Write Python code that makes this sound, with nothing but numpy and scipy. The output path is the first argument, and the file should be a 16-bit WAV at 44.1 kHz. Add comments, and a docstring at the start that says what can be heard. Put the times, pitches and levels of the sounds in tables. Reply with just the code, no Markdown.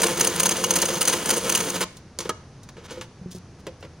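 """Treadle sewing machine

A treadle machine sews close by in a small room, about four stitches a second, then slows and stops. Loose steel
links chatter, ring the iron frame and thump the wooden table over a steady rattle. Then the presser foot (the
clamp that holds the cloth) is lifted, cloth and thread are drawn out, the foot bumps the treadle stand and
scissors are picked up."""
import sys
import numpy as np
from scipy import signal
from scipy.fft import rfft, irfft
from scipy.io import wavfile

SR = 44100
rng = np.random.default_rng(int(sys.argv[2]) if len(sys.argv) > 2 else 0)


def digitize_waveform(pressure):
    """Quantize a signal to 16-bit integers and store it at the path in sys.argv[1].

    Rows of a 2-D input are taken as channels; values are limited to [-1, 1].
    """
    field = np.atleast_2d(pressure).T
    bounded = np.clip(field, -1, 1)
    quanta = np.round(bounded * 32767).astype(np.int16)
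    wavfile.write(sys.argv[1], SR, quanta)


N = 176400

# the needle bar and cloth feed clack in their loose joints: start_s, length_s, steel_db, frame_db
NEEDLE_CLACKS = [(0.0307, 0.013, -15, -20.5), (0.1724, 0.0081, -25.5, -28.5), (0.206, 0.0085, -13.5, -20.5),
                 (0.3967, 0.0099, -12.5, -23), (0.4543, 0.014, -14.5, -23), (0.5076, 0.017, -21, -26),
                 (0.6369, 0.0091, -16.5, -23.5), (0.705, 0.0076, -13.5, -21.5), (0.755, 0.014, -14, -25.5),
                 (0.816, 0.0084, -13.5, -38), (0.825, 0.01, -28, -20), (0.883, 0.011, -23.5, -26.5),
                 (1.008, 0.013, -14, -25), (1.0745, 0.011, -11.5, -24), (1.09, 0.01, -20.5, -23),
                 (1.126, .014, -21, -21.5), (1.3016, 0.011, -12.5, -22.5), (1.363, 0.02, -22, -40.5),
                 (1.4932, 0.009, -14.5, -26.5), (1.548, 0.011, -12, -28.5), (1.602, 0.0091, -23.5, -24.5),
                 (1.806, 0.015, -21, -24.5), (1.824, 0.017, -33.5, -26.5)]
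# they also thump the table: start_s, level_db
TABLE_THUMPS = [(.001, -30), (0.041, -22.5), (.102, -27), (0.177, -26), (0.215, -26.5), (.272, -36),
                (.420, -30.5), (0.463, -30), (0.51, -26.5), (0.654, -27), (0.711, -28), (0.768, -30.5),
                (0.824, -26.5), (0.888, -26.5), (1.078, -26.5), (1.128, -27), (1.316, -29.5), (1.366, -24),
                (1.441, -30), (1.673, -29), (1.813, -26)]
# a light steel part pings around the clacks: start_s, level_db
STEEL_PINGS = [(.0173, -14.5), (0.0653, -18), (0.196, -16), (0.246, -16.5), (0.27, -14.5), (0.359, -21),
               (0.4308, -13.5), (0.49, -14.5), (.5658, -24.5), (.7363, -23), (0.786, -18.5),
               (0.8546, -18.5), (1.0254, -19.5), (1.052, -18), (1.2575, -17), (1.2907, -15.5),
               (1.3365, -20), (1.5215, -16), (1.5735, -17.5), (1.6993, -22.5)]
# a loose part chinks along with a few clacks: start_s, level_db
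LOOSE_CHINKS = [(.639, -21), (.706, -25), (1.012, -22.5)]
# the rattle swells with each stitch: time_s, gain_db
RATTLE_SWELL = [(0, 5), (.11, 3.5), (.155, -2.5), (.225, 5.5), (.33, 0.5), (.40, 3), (.53, 0.5), (.58, 2),
                (.69, -1), (.77, 3.5), (.87, 0), (.97, 4), (0.999, -3.5), (1.12, 4), (1.24, -2), (1.29, 4),
                (1.38, 2), (1.42, -3.5), (1.45, 3), (1.60, 2), (1.66, 0.5), (1.69, 2), (1.73, -4),
                (1.76, 5.5), (1.79, -6), (1.835, 1.5), (1.86, -37), (1.98, -25.5), (2.05, -65)]
# the presser lever and the hand knock on the machine: start_s, decay_s, tick_db, frame_db, table_db
HAND_KNOCKS = [(1.969, 0.0065, -40, -53, -65), (2.188, 0.0053, -20.5, -29, -26),
               (2.204, 0.012, -30.5, -31.5, -37), (2.254, 0.017, -61, -36.5, -27.5),
               (2.293, 0.006, -23, -20.5, -17), (2.632, 0.0077, -44, -55, -66.5),
               (2.689, 0.0072, -42.5, -41, -60), (2.768, 0.046, -72, -46.5, -41),
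               (2.907, 0.028, -41.5, -40, -33), (2.974, 0.0098, -69, -50, -29),
               (3.011, 0.016, -39.5, -33, -67)]
# the presser bar snaps against its stop, then rebounds: start_s, contact_s, level_db
PRESSER_SNAPS = [(2.295, 0.00037, -15), (2.3035, 0.00043, -18)]
# dull bumps against the stand: start_s, contact_s, level_db
STAND_BUMPS = [(3.213, 0.0042, -26), (3.259, 0.0023, -20), (3.349, 0.0017, -23), (3.366, 0.0007, -32.5)]
# scissors knock on the wood: start_s, decay_s, wood_db, tick_db
SCISSOR_KNOCKS = [(3.6675, 0.011, -24, -37.5), (3.8263, 0.018, -33.5, -72), (3.849, 0.0066, -39, -59)]
# cloth and thread slide over the plate: start_s, length_s, hiss_db, rub_db
CLOTH_SLIDES = [(2.18, 0.125, -46, -44), (2.836, 0.039, -51, -44), (2.876, 0.077, -58, -42),
                (2.939, 0.083, -59, -47), (3.306, 0.033, -42.5, -67), (3.335, 0.058, -47.5, -63),
                (3.585, 0.033, -60, -68), (3.797, 0.029, -57, -74)]

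# the notes each part rings at when hit (narrow ones last longer): pitch_hz, width_hz, level_db
STEEL_NOTES = [(2916, 290, -4), (5090, 220, -9), (6440, 170, 6.5), (8200, 180, -11), (8865, 160, -9.5),
               (9290, 170, -6.5), (9490, 300, -3.5)]
FRAME_NOTES = [(917, 55, -6), (1045, 45, -12.5), (1268, 60, -7.5), (1432, 120, -3.5), (1700, 60, -7.5),
               (2205, 44, -5.5), (2870, 140, -9), (3170, 120, -8.5)]
TABLE_NOTES = [(182, 14, 0.5), (203.4, 18.2, 1), (279.5, 15, -5), (345.3, 19, 2), (392, 30, -11.5),
               (455.6, 35, 2), (506, 17, 0), (624, 7.7, -8)]
PRESSER_NOTES = [(900, 65, -7.5), (1003, 60, -7.5), (1243, 37, 5.5), (1678, 31, -1), (3290, 46, 4.5),
                 (5690, 60, -20)]
STAND_NOTES = [(110, 16, -6), (152, 33, -2.5), (181, 9, 5.5), (367, 20, 1), (468, 140, -11)]
WOOD_NOTES = [(174, 19, -3), (338, 27, -6), (443, 54, -2), (505, 32, 5.5), (547, 26, -18),
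              (880, 230, -17.5), (2070, 2200, -22.5)]
# the colour of each sound, or how strong it is from bass to treble: pitch_hz, level_db
STEEL_COLOUR = [(1000, -23), (2500, -29.5), (4300, -5), (5500, -11), (6600, 1), (7900, -6.5), (9500, -1),
                (11200, -4.5), (12800, -9), (13600, -14.5), (14500, -2), (16000, -1.5)]
FRAME_COLOUR = [(100, -22.5), (400, -3.5), (750, -9), (1000, 0.5), (1500, -8), (2000, -5.5), (3300, -7),
                (4500, -8.5), (7000, -9.5), (16000, -30.5)]
TABLE_COLOUR = [(25, -18.5), (60, -9.5), (120, -9.5), (180, -3), (250, -3.5), (500, 3.5), (750, -15.5),
                (1500, -40.5), (6000, -52.5)]
TICK_COLOUR = [(500, -13), (2000, -73), (3500, 2), (5000, 1), (6400, 6.5), (8000, -5.5), (9500, 2.5),
               (12000, -12.5), (15500, -8)]
CLOTH_COLOUR = [(500, -40.5), (3200, 1.5), (6300, 6), (8000, -2), (9500, 3), (11800, -7), (15500, -5)]
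AIR_COLOUR = [(25, -11.5), (55, -5), (90, 2.5), (180, -2.5), (260, -8.5), (600, -16), (2000, -24),
              (3300, -29), (6200, -25.5), (7600, -38.5), (10500, -37), (13000, -69)]

# how long the room's echo takes to fall by 60 dB: pitch_hz, fade_s
ECHO_FADE = [(120, 0.37), (500, 0.42), (2000, 0.46), (6000, 0.43), (14000, 0.02)]
# how much left and right differ in the echo and room noise: pitch_hz, side_db
STEREO_WIDTH = [(30, -10), (110, -15), (500, -10), (1000, -8), (2000, -4), (5000, 0)]
# a further cut in that width for the room noise: pitch_hz, side_db
AIR_NARROWING = [(100, -29), (5000, -6.5)]

THUMP_S, PING_S, SCISSOR_TICK_S = 0.01624, 0.0052, 0.0035
CHINK_HZ, CHINK_WIDTH_HZ = 2880, 51


def stitching(frame, table):
    """Loose links clack, ping and chink, shaking the frame and table while the shafts rattle."""
    clack_shape = lambda age, length: chatter(age, length, rise_s=0.002)
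    clacks = lambda rows: bursts(rows, clack_shape, impacts())
    pings = lambda rows: bursts([(s, PING_S, db) for s, db in rows], chatter, impacts())
    on_frame = clacks([(s, length, db) for s, length, _, db in NEEDLE_CLACKS])
    on_frame += rattle(-33.5) + undb(-12) * pings(STEEL_PINGS)
    thumps = bursts([(s, THUMP_S, db) for s, db in TABLE_THUMPS], chatter, dull_impacts())
    on_steel = clacks([(s, length, db) for s, length, db, _ in NEEDLE_CLACKS])
    return (steel(on_steel, ring_db=-2)
            + steel(pings(STEEL_PINGS), ring_db=-1.5)
            + steel(rattle(-31.5), ring_db=-5.5)
            + through(pings(LOOSE_CHINKS), ringing([(CHINK_HZ, CHINK_WIDTH_HZ, 0)]))
            + through(on_frame, frame)
            + through(rattle(-33.5), table)
            + through(thumps, scaled_for_thuds(table)))


def rattle(base_db):
    """The turning shafts make tiny hits that swell with each stitch."""
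    swell_db = np.interp(np.arange(N) / SR, *np.array(RATTLE_SWELL).T)
    return undb(base_db + swell_db) * impacts(per_s=1500)


def steel(hits, ring_db, changes_per_s=20, change_db=4.5):
    """Struck steel gives a bright crack plus notes whose strengths change from hit to hit."""
    weights = np.array([undb(db) * np.sqrt(width) for _, width, db in STEEL_NOTES])
    ring = np.zeros(N)
    for weight, note in zip(weights / np.linalg.norm(weights), STEEL_NOTES):
        drift = np.interp(np.arange(N) / SR * changes_per_s, np.arange(N), rng.standard_normal(N))
        ring += weight * through(hits * unit(undb(change_db * drift)), ringing([note]))
    crack = through(hits, colour(STEEL_COLOUR))
    share = undb(ring_db)
    return (crack + share * ring) / np.sqrt(1 + share + share ** 2)


def handling(frame, table):
    """The lever clicks, the presser bar rings, the stand is bumped and scissors knock on wood."""
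    tick_rows = [(s, decay, db) for s, decay, db, _, _ in HAND_KNOCKS]
    tick_rows += [(s, SCISSOR_TICK_S, db) for s, _, _, db in SCISSOR_KNOCKS]
    ticks = bursts(tick_rows, knock, impacts())
    on_frame = bursts([(s, decay, db) for s, decay, _, db, _ in HAND_KNOCKS], knock, impacts())
    on_table = bursts([(s, decay, db) for s, decay, _, _, db in HAND_KNOCKS], knock, dull_impacts())
    on_wood = bursts([(s, decay, db) for s, decay, db, _ in SCISSOR_KNOCKS], knock, impacts())
    pushes = lambda rows: bursts(rows, swell, np.ones(N))  # one smooth contact a row
    return (through(ticks, colour(TICK_COLOUR))
            + through(on_frame, muffled(frame))
            + through(on_table, scaled_for_thuds(table))
            + through(pushes(PRESSER_SNAPS), ringing(PRESSER_NOTES))
            + through(pushes(STAND_BUMPS), scaled_for_thuds(ringing(STAND_NOTES)))
            + through(on_wood, muffled(ringing(WOOD_NOTES))))


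def cloth(frame):
    """Fibres catch, crinkle and rub on the plate under the needle."""
    fibres = lambda: impacts(per_s=1600, spread_db=3.5)
    hiss = bursts([(s, length, db) for s, length, db, _ in CLOTH_SLIDES], swell, fibres())
    rub = bursts([(s, length, db) for s, length, _, db in CLOTH_SLIDES], swell, fibres())
    return through(hiss, colour(CLOTH_COLOUR)) + through(rub, muffled(frame))


def room_echo(near_db=8, near_s=0.0052, wall_delay_s=0.0025):
    """A filter: bright echoes off the machine, then wall echoes whose highest treble dies first."""
    time = np.arange(N) / SR
    age = np.maximum(time - wall_delay_s, 0)
    noise = rng.standard_normal(N)
    echo = undb(near_db) * np.diff(rng.standard_normal(N + 1)) * swell(time, near_s)
    for hz, fade_s in ECHO_FADE:
        band = curve([(pitch, float(pitch == hz)) for pitch, _ in ECHO_FADE])
        echo += through(noise, band) * (age > 0) * np.exp(-np.log(1000) * age / fade_s)
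    return unit(rfft(echo, 2 * N))


def room_air():
    """The room rumbles and hisses faintly; only the hiss is wide."""
    middle, side = through(rng.standard_normal((2, N)), colour(AIR_COLOUR))
    return undb(-45.5) * widen(middle, through(side, undb(curve(AIR_NARROWING))))


def impacts(per_s=8000, spread_db=1.5):
    """A dense stream of tiny hits of uneven size."""
    size = undb(spread_db * np.minimum(rng.exponential(size=N), 4))
    return unit((rng.random(N) < per_s / SR) * size * rng.choice([-1, 1], N))


def dull_impacts():
    """Tiny hits with the deep colour of the table."""
    return through(impacts(), colour(TABLE_COLOUR))


def bursts(rows, shape, stream):
    """Cut one shaped burst from a stream for each row of start_s, length_s, level_db."""
    out, age = np.zeros(N), np.arange(SR // 5) / SR
    for start, length, db in rows:
        first = max(int(start * SR), 0)
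        outline = shape(age, length)[:N - first]
        span = slice(first, first + len(outline))
        out[span] += undb(db) * unit(outline * stream[span]) * np.sqrt(np.mean(outline ** 2))
    return out


def chatter(age, length, rise_s=0.0008, fall_s=0.0025):
    """A burst shape: rise quickly, hold, fall quickly."""
    return np.minimum(age / rise_s, 1) * np.exp(-np.maximum(age - length, 0) / fall_s)


def knock(age, decay):
    """A burst shape: start suddenly, then die away."""
    return np.exp(-age / decay)


def swell(age, length):
    """A burst shape: grow and fade smoothly."""
    return np.sin(np.pi * np.minimum(age / length, 1))


def body(points, notes, ring_db):
    """A filter for a struck object: a short crack plus its ringing notes."""
    return unit(colour(points) + undb(ring_db) * ringing(notes))


def ringing(notes):
    """A filter that rings at the given notes and dies away."""
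    f = pitches()
    return unit(sum(undb(db) / (1 + 1j * (f / hz - hz / f) * hz / width) for hz, width, db in notes))


def colour(points):
    """A filter with the given balance of bass and treble."""
    cepstrum = irfft(np.log(undb(curve(points))))
    # fold it in half so that no sound comes before the hit
    cepstrum[1:N] *= 2
    cepstrum[N + 1:] = 0
    return unit(np.exp(rfft(cepstrum)))


def scaled_for_thuds(response):
    """Scale a filter so that a dull push keeps its level."""
    return response / np.sqrt(np.mean(np.abs(response * colour(TABLE_COLOUR)) ** 2))


def muffled(response, top_hz=7000):
    """Contacts made by hand lose their highest treble."""
    return unit(response / (1 + 1j * pitches() / top_hz) ** 2)


def widen(middle, side):
    """Two close microphones hear much the same bass but different treble."""
    side_gain = undb(curve(STEREO_WIDTH))
    balance = 1 / np.sqrt(1 + side_gain ** 2)
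    return through(middle, balance) + np.array([[1], [-1]]) * through(side, side_gain * balance)


def through(sound, response):
    """Pass a sound through a filter."""
    return irfft(rfft(sound, 2 * N) * response)[..., :N]


def curve(points):
    """Join (pitch_hz, value) points, giving each octave equal room."""
    hz, value = np.array(points, float).T
    return np.interp(np.log(pitches()), np.log(hz), value)


def pitches():
    """The frequencies a filter covers, in Hz."""
    return np.maximum(np.arange(N + 1) * SR / (2 * N), 1)


def unit(x):
    """Scale to an average strength (rms) of 1."""
    return x / np.sqrt(np.mean(np.abs(x) ** 2) + 1e-20)


def undb(db):
    """Turn decibels into a multiplier."""
    return 10 ** (np.asarray(db) / 20)


def scene(left_delay_s=23e-6):
    """The sounds reach the right microphone just before the left, and the room answers."""
    frame = body(FRAME_COLOUR, FRAME_NOTES, ring_db=-6)
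    table = body(TABLE_COLOUR, TABLE_NOTES, ring_db=12)
    close = stitching(frame, table) + handling(frame, table) + cloth(frame)
    left = through(close, np.exp(-2j * np.pi * pitches() * left_delay_s))
    echo = widen(through(close, room_echo()), through(close, room_echo()))
    return np.array([left, close]) + undb(-11.5) * echo + room_air()


def record(dry):
    """The phone cuts off the very highest treble."""
    top_hz = 15850
    return signal.sosfilt(signal.ellip(10, .2, 80, top_hz, fs=SR, output="sos"), dry)


dry = scene()
out = record(dry)
digitize_waveform(out)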